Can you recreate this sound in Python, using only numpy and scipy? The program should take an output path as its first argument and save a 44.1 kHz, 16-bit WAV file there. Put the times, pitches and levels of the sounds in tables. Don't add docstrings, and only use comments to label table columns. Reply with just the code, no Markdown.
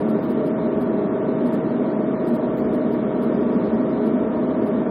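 import sys
import numpy as np
from scipy import signal
from scipy.fft import rfft, irfft, next_fast_len
from scipy.io import wavfile

SR = 44100
rng = np.random.default_rng(int(sys.argv[2]) if len(sys.argv) > 2 else 0)


def inscribe(sig):
    pcm = np.round(np.clip(np.atleast_2d(sig).T, -1, 1) * 32767)
    wavfile.write(sys.argv[1], SR, pcm.astype(np.int16))


def ratio(d):
    e = np.asarray(d, float) / 20
    return 10 ** e


N = 216290
TIME = np.arange(N) / SR


def in_time(rows):
    s, *columns = np.transpose(rows)
    return [np.interp(TIME, s, column) for column in columns]


def drift(rate_hz):
    coarse, settle = 40, 2000
    pole = np.exp(-2 * np.pi * rate_hz * coarse / SR)
    noise = rng.standard_normal(N // coarse + settle + 2)
    slow = signal.lfilter([1], [1, -2 * pole, pole * pole], noise)[settle:]
    return np.interp(np.arange(N) / coarse, np.arange(len(slow)), slow / slow.std())


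def tone(turns, level_db, unsteady_db):
    level = np.sqrt(2) * ratio(level_db + unsteady_db * drift(1.5))
    return level * np.sin(2 * np.pi * (turns + rng.random()))


# (t/s, f/Hz)
WHINE_PITCH = [
    (0.2, 637.4),
    (3.47, 635.8),
    (4.7, 637.4),
]
# (t/s, level/dB rms)
WHINE = [
    (0, -36),
    (.4, -33.5),
    (1.7, -32),
    (2.4, -33.5),
    (3.7, -35),
    (4.9, -33.5),
]
# (multiple of shaft speed, level/dB rms, unsteadiness/dB)
SHAFT_ORDERS = [(1, -70.5, -0.9), (4, -58.5, 1.5), (6, -43, -1.5), (11, -39.5, -1.5), (21, -51, 2),
                (22, -45.5, 0), (25, -41, 2), (27, -44.5, 2.0), (28, -53, 2.5), (30, -48, -0.5),
                (45, -63, 7), (46, -52.5, 1.5), (47, -54.5, 1.5), (94.8, -67.5, 3)]
# (f/Hz, level/dB rms, unsteadiness/dB)
MAINS_HUM = [(300.6, -32.5, -1)]


def motor():
    slots, mains_hz = 28, 50
    whine_hz, = in_time(WHINE_PITCH)
    whine_db, = in_time(WHINE)
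    shaft_turns = np.cumsum((whine_hz + mains_hz) / slots) / SR
    out = tone(slots * shaft_turns - mains_hz * TIME, whine_db, .8)
    for multiple, level_db, unsteady_db in SHAFT_ORDERS:
        out += tone(round(multiple) * shaft_turns, level_db, unsteady_db)
    for hz, level_db, unsteady_db in MAINS_HUM:
        out += tone(hz * TIME, level_db, unsteady_db)
    return out


# (t/s, level/dB)
SHAKE = [(0, -21), (.5, -21), (1, -21), (1.5, -20.5), (2, -21.5), (2.5, -21.5), (3, -21), (3.6, -19.5),
         (4, -21), (4.5, -20.5), (4.9, -21)]
# (f/Hz, level/dB per Hz)
RUMBLE = [(20, -100), (54, -100), (60, -72), (110, -70), (170, -52), (300, -50), (450, -54.5), (560, -59.5),
          (800, -65.5), (1300, -70), (1650, -78), (2500, -87.5), (3600, -89.5), (4400, -93), (5700, -99)]
# (f/Hz, width/Hz, peak level/dB per Hz)
MODES = [(66, 14, -69.5), (83, 4.9, -66.5), (129.5, 12, -55), (217.3, 32.3, -42), (244.6, 22, -40.5),
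         (271, 4.6, -48), (330.5, 21, -48), (346.6, 16, -45), (384.6, 24, -50), (413, 41, -46),
         (453.4, 16, -49), (513, 9, -49.5), (535, 11, -55), (588, 18, -56.5), (601, 8, -53.5),
         (610.5, 8.5, -45.5), (725, 10, -61), (894, 20, -62), (927, 30, -66.5), (950, 42, -60),
         (1150, 39, -68.5), (1230, 43, -74), (1352, 23, -66.5), (1499, 35, -71), (1770, 210, -76.5),
         (1883, 55, -76.5), (2180, 220, -81)]
# (from f/Hz, to f/Hz, share of the shaking's swing, own wavering/dB)
PARTS = [
    (0, 115, .5, 1.5),
    (114, 180, .8, 0.4),
    (179.4, 285, 1.5, 0.4),
    (285.6, 800, .6, 0.1),
    (802, 22050, 0.21, 0.12),
]


def wheel_frame():
    size = next_fast_len(N)
    hz = np.maximum(np.fft.rfftfreq(size, 1 / SR), 1)
    points_hz, points_db = np.transpose(RUMBLE)
    rumble_db = np.interp(np.log(hz), np.log(points_hz), points_db, left=-120, right=-160)
    power = ratio(rumble_db) ** 2
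    for mode_hz, width_hz, top_db in MODES:
        resonance = 1 / (1 + (2 * (hz - mode_hz) / width_hz) ** 2)
        power += (ratio(top_db) * resonance) ** 2
    shaken = rfft(rng.standard_normal(size)) * np.sqrt(power * SR / 2)
    shake_db, = in_time(SHAKE)
    swing_db = shake_db - shake_db.mean()
    out = np.zeros(N)
    for low, high, share, own_db in PARTS:
        part = irfft(shaken * ((hz >= low) & (hz < high)), size)[:N]
        out += ratio(share * swing_db + own_db * drift(4.1)) * part
    return out


def drone():
    rise_start_s, rise_length_s = 2, 2.0
    speed = np.clip((TIME - rise_start_s) / rise_length_s, 0, 1)
    hz = 60.8 + 8.5 * speed
    return tone(np.cumsum(hz) / SR, -58 + 6 * speed, 2.5)


def hiss():
    level_db = -97
    white = rng.standard_normal(N) * ratio(level_db) * np.sqrt(SR / 2)
    return signal.sosfilt(signal.butter(8, 5800, "high", fs=SR, output="sos"), white)


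GRID, HOP, BAND_BINS = 325, 1024, 32
# (t/s, hiss bands kept, their centre f/kHz)
SPARE = [(.007, 3, 10), (.1, 7, 11.7), (.24, 5, 13.5), (.309, 7, 11.5), (.472, 4, 11), (.82, 8, 11.3),
         (1.47, 5, 11), (1.54, 9, 11), (2.283, 9, 11), (2.353, 8, 11.7), (2.585, 8, 10.7), (2.747, 6, 11.7),
         (2.933, 4, 12.5), (3.235, 8, 11.7), (4.071, 4, 11.3), (4.675, 4, 11.3)]
# (from f/Hz, to f/Hz, share of blocks kept 0-1, leak level/dB when dropped)
WEAK_BANDS = [(2326, 2584, .97, -20), (2584, 2842, .78, -25), (2842, 3100, .74, -27),
              (3100, 3445, .76, -35), (3445, 3790, .62, -42), (3790, 4221, .3, -44)]
# (from f/Hz, to f/Hz, share of the blocks with room to spare 0-1)
RARE_BANDS = [
    (4221, 4651, 1),
    (4651, 5168, .8),
    (5168, 5685, .15),
]
STRAY = [
    [1.702, 1.911, 2.028, 2.608, 3.56, 3.653, 3.676, 3.815, 4.373, 4.489, 4.628, 4.907],
    [.193, 2.26, 2.654, 3.351, 3.421, 3.537, 3.653, 3.746, 3.908, 4.907],
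    [],
]


def block_at(s):
    return np.round((np.array(s) * SR - GRID) / HOP).astype(int)


def kept_bands(count):
    hz = (np.arange(HOP) + .5) * SR / 2 / HOP
    residue_db = -41 - 5 * (hz > 10300)
    gain = np.ones((count, 1)) * np.where(hz < WEAK_BANDS[0][0], 1, ratio(residue_db))
    spare = block_at(np.array(SPARE)[:, 0])
    for low, high, share, leak_db in WEAK_BANDS:
        luck = np.convolve(rng.standard_normal(count), [1, .4], "same")
        kept = luck > np.quantile(luck, 1 - share)
        kept[spare] = True
        gain[:, (hz > low) & (hz < high)] = np.where(kept, 1, ratio(leak_db))[:, None]
    for (low, high, share), times in zip(RARE_BANDS, STRAY):
        kept = np.append(spare[rng.random(len(spare)) < share], block_at(times))
        gain[np.ix_(kept, (hz > low) & (hz < high))] = 1
    band_hz = hz.reshape(-1, BAND_BINS).mean(axis=1)
    out_of_range = (band_hz < 6800) | (band_hz > 15900)
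    for block, (s, bands, centre_khz) in zip(spare, SPARE):
        off_centre = (band_hz - 1000 * centre_khz) / (2.1 * bands * band_hz[0])
        cost = rng.random(len(band_hz)) + off_centre ** 4 + 99 * out_of_range
        chosen = cost <= np.sort(cost)[bands - 1]
        gain[block, np.repeat(chosen, BAND_BINS)] = 1
    return gain


def starved(x):
    n = np.arange(2 * HOP) + .5
    window = np.sin(np.pi * n / 2 / HOP)[:, None]
    basis = np.cos(np.pi / HOP * np.outer(n + HOP / 2, n[:HOP])) * window * np.sqrt(2 / HOP)
    lead, count = 2 * HOP - GRID, N // HOP + 2
    padded = np.pad(x, (lead, 2 * HOP), mode="reflect")
    blocks = padded[:(count + 1) * HOP].reshape(-1, HOP)
    gain = kept_bands(count)
    gain = np.vstack([gain[:1], gain[:-1]])
    spectra = np.hstack([blocks[:-1], blocks[1:]]) @ basis
    back = (spectra * gain) @ basis.T
    overlapped = back[1:, :HOP] + back[:-1, HOP:]
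    return overlapped.ravel()[lead - HOP:][:N][None]


def scene():
    low_cut = signal.butter(2, 56, "high", fs=SR, output="sos")
    radiated = signal.sosfilt(low_cut, wheel_frame())
    return (motor() + radiated + drone())[None]


def roll_off(x):
    return signal.sosfilt(signal.butter(12, 15860, fs=SR, output="sos"), x)


def record(dry):
    from_end_s = np.minimum(TIME, TIME[::-1])
    ends = np.sin(np.pi / 2 * np.clip(from_end_s / .003, 0, 1)) ** 2
    mix = ends * starved(dry[0] + hiss())
    return roll_off(mix)


dry = scene()
out = record(dry)
inscribe(out)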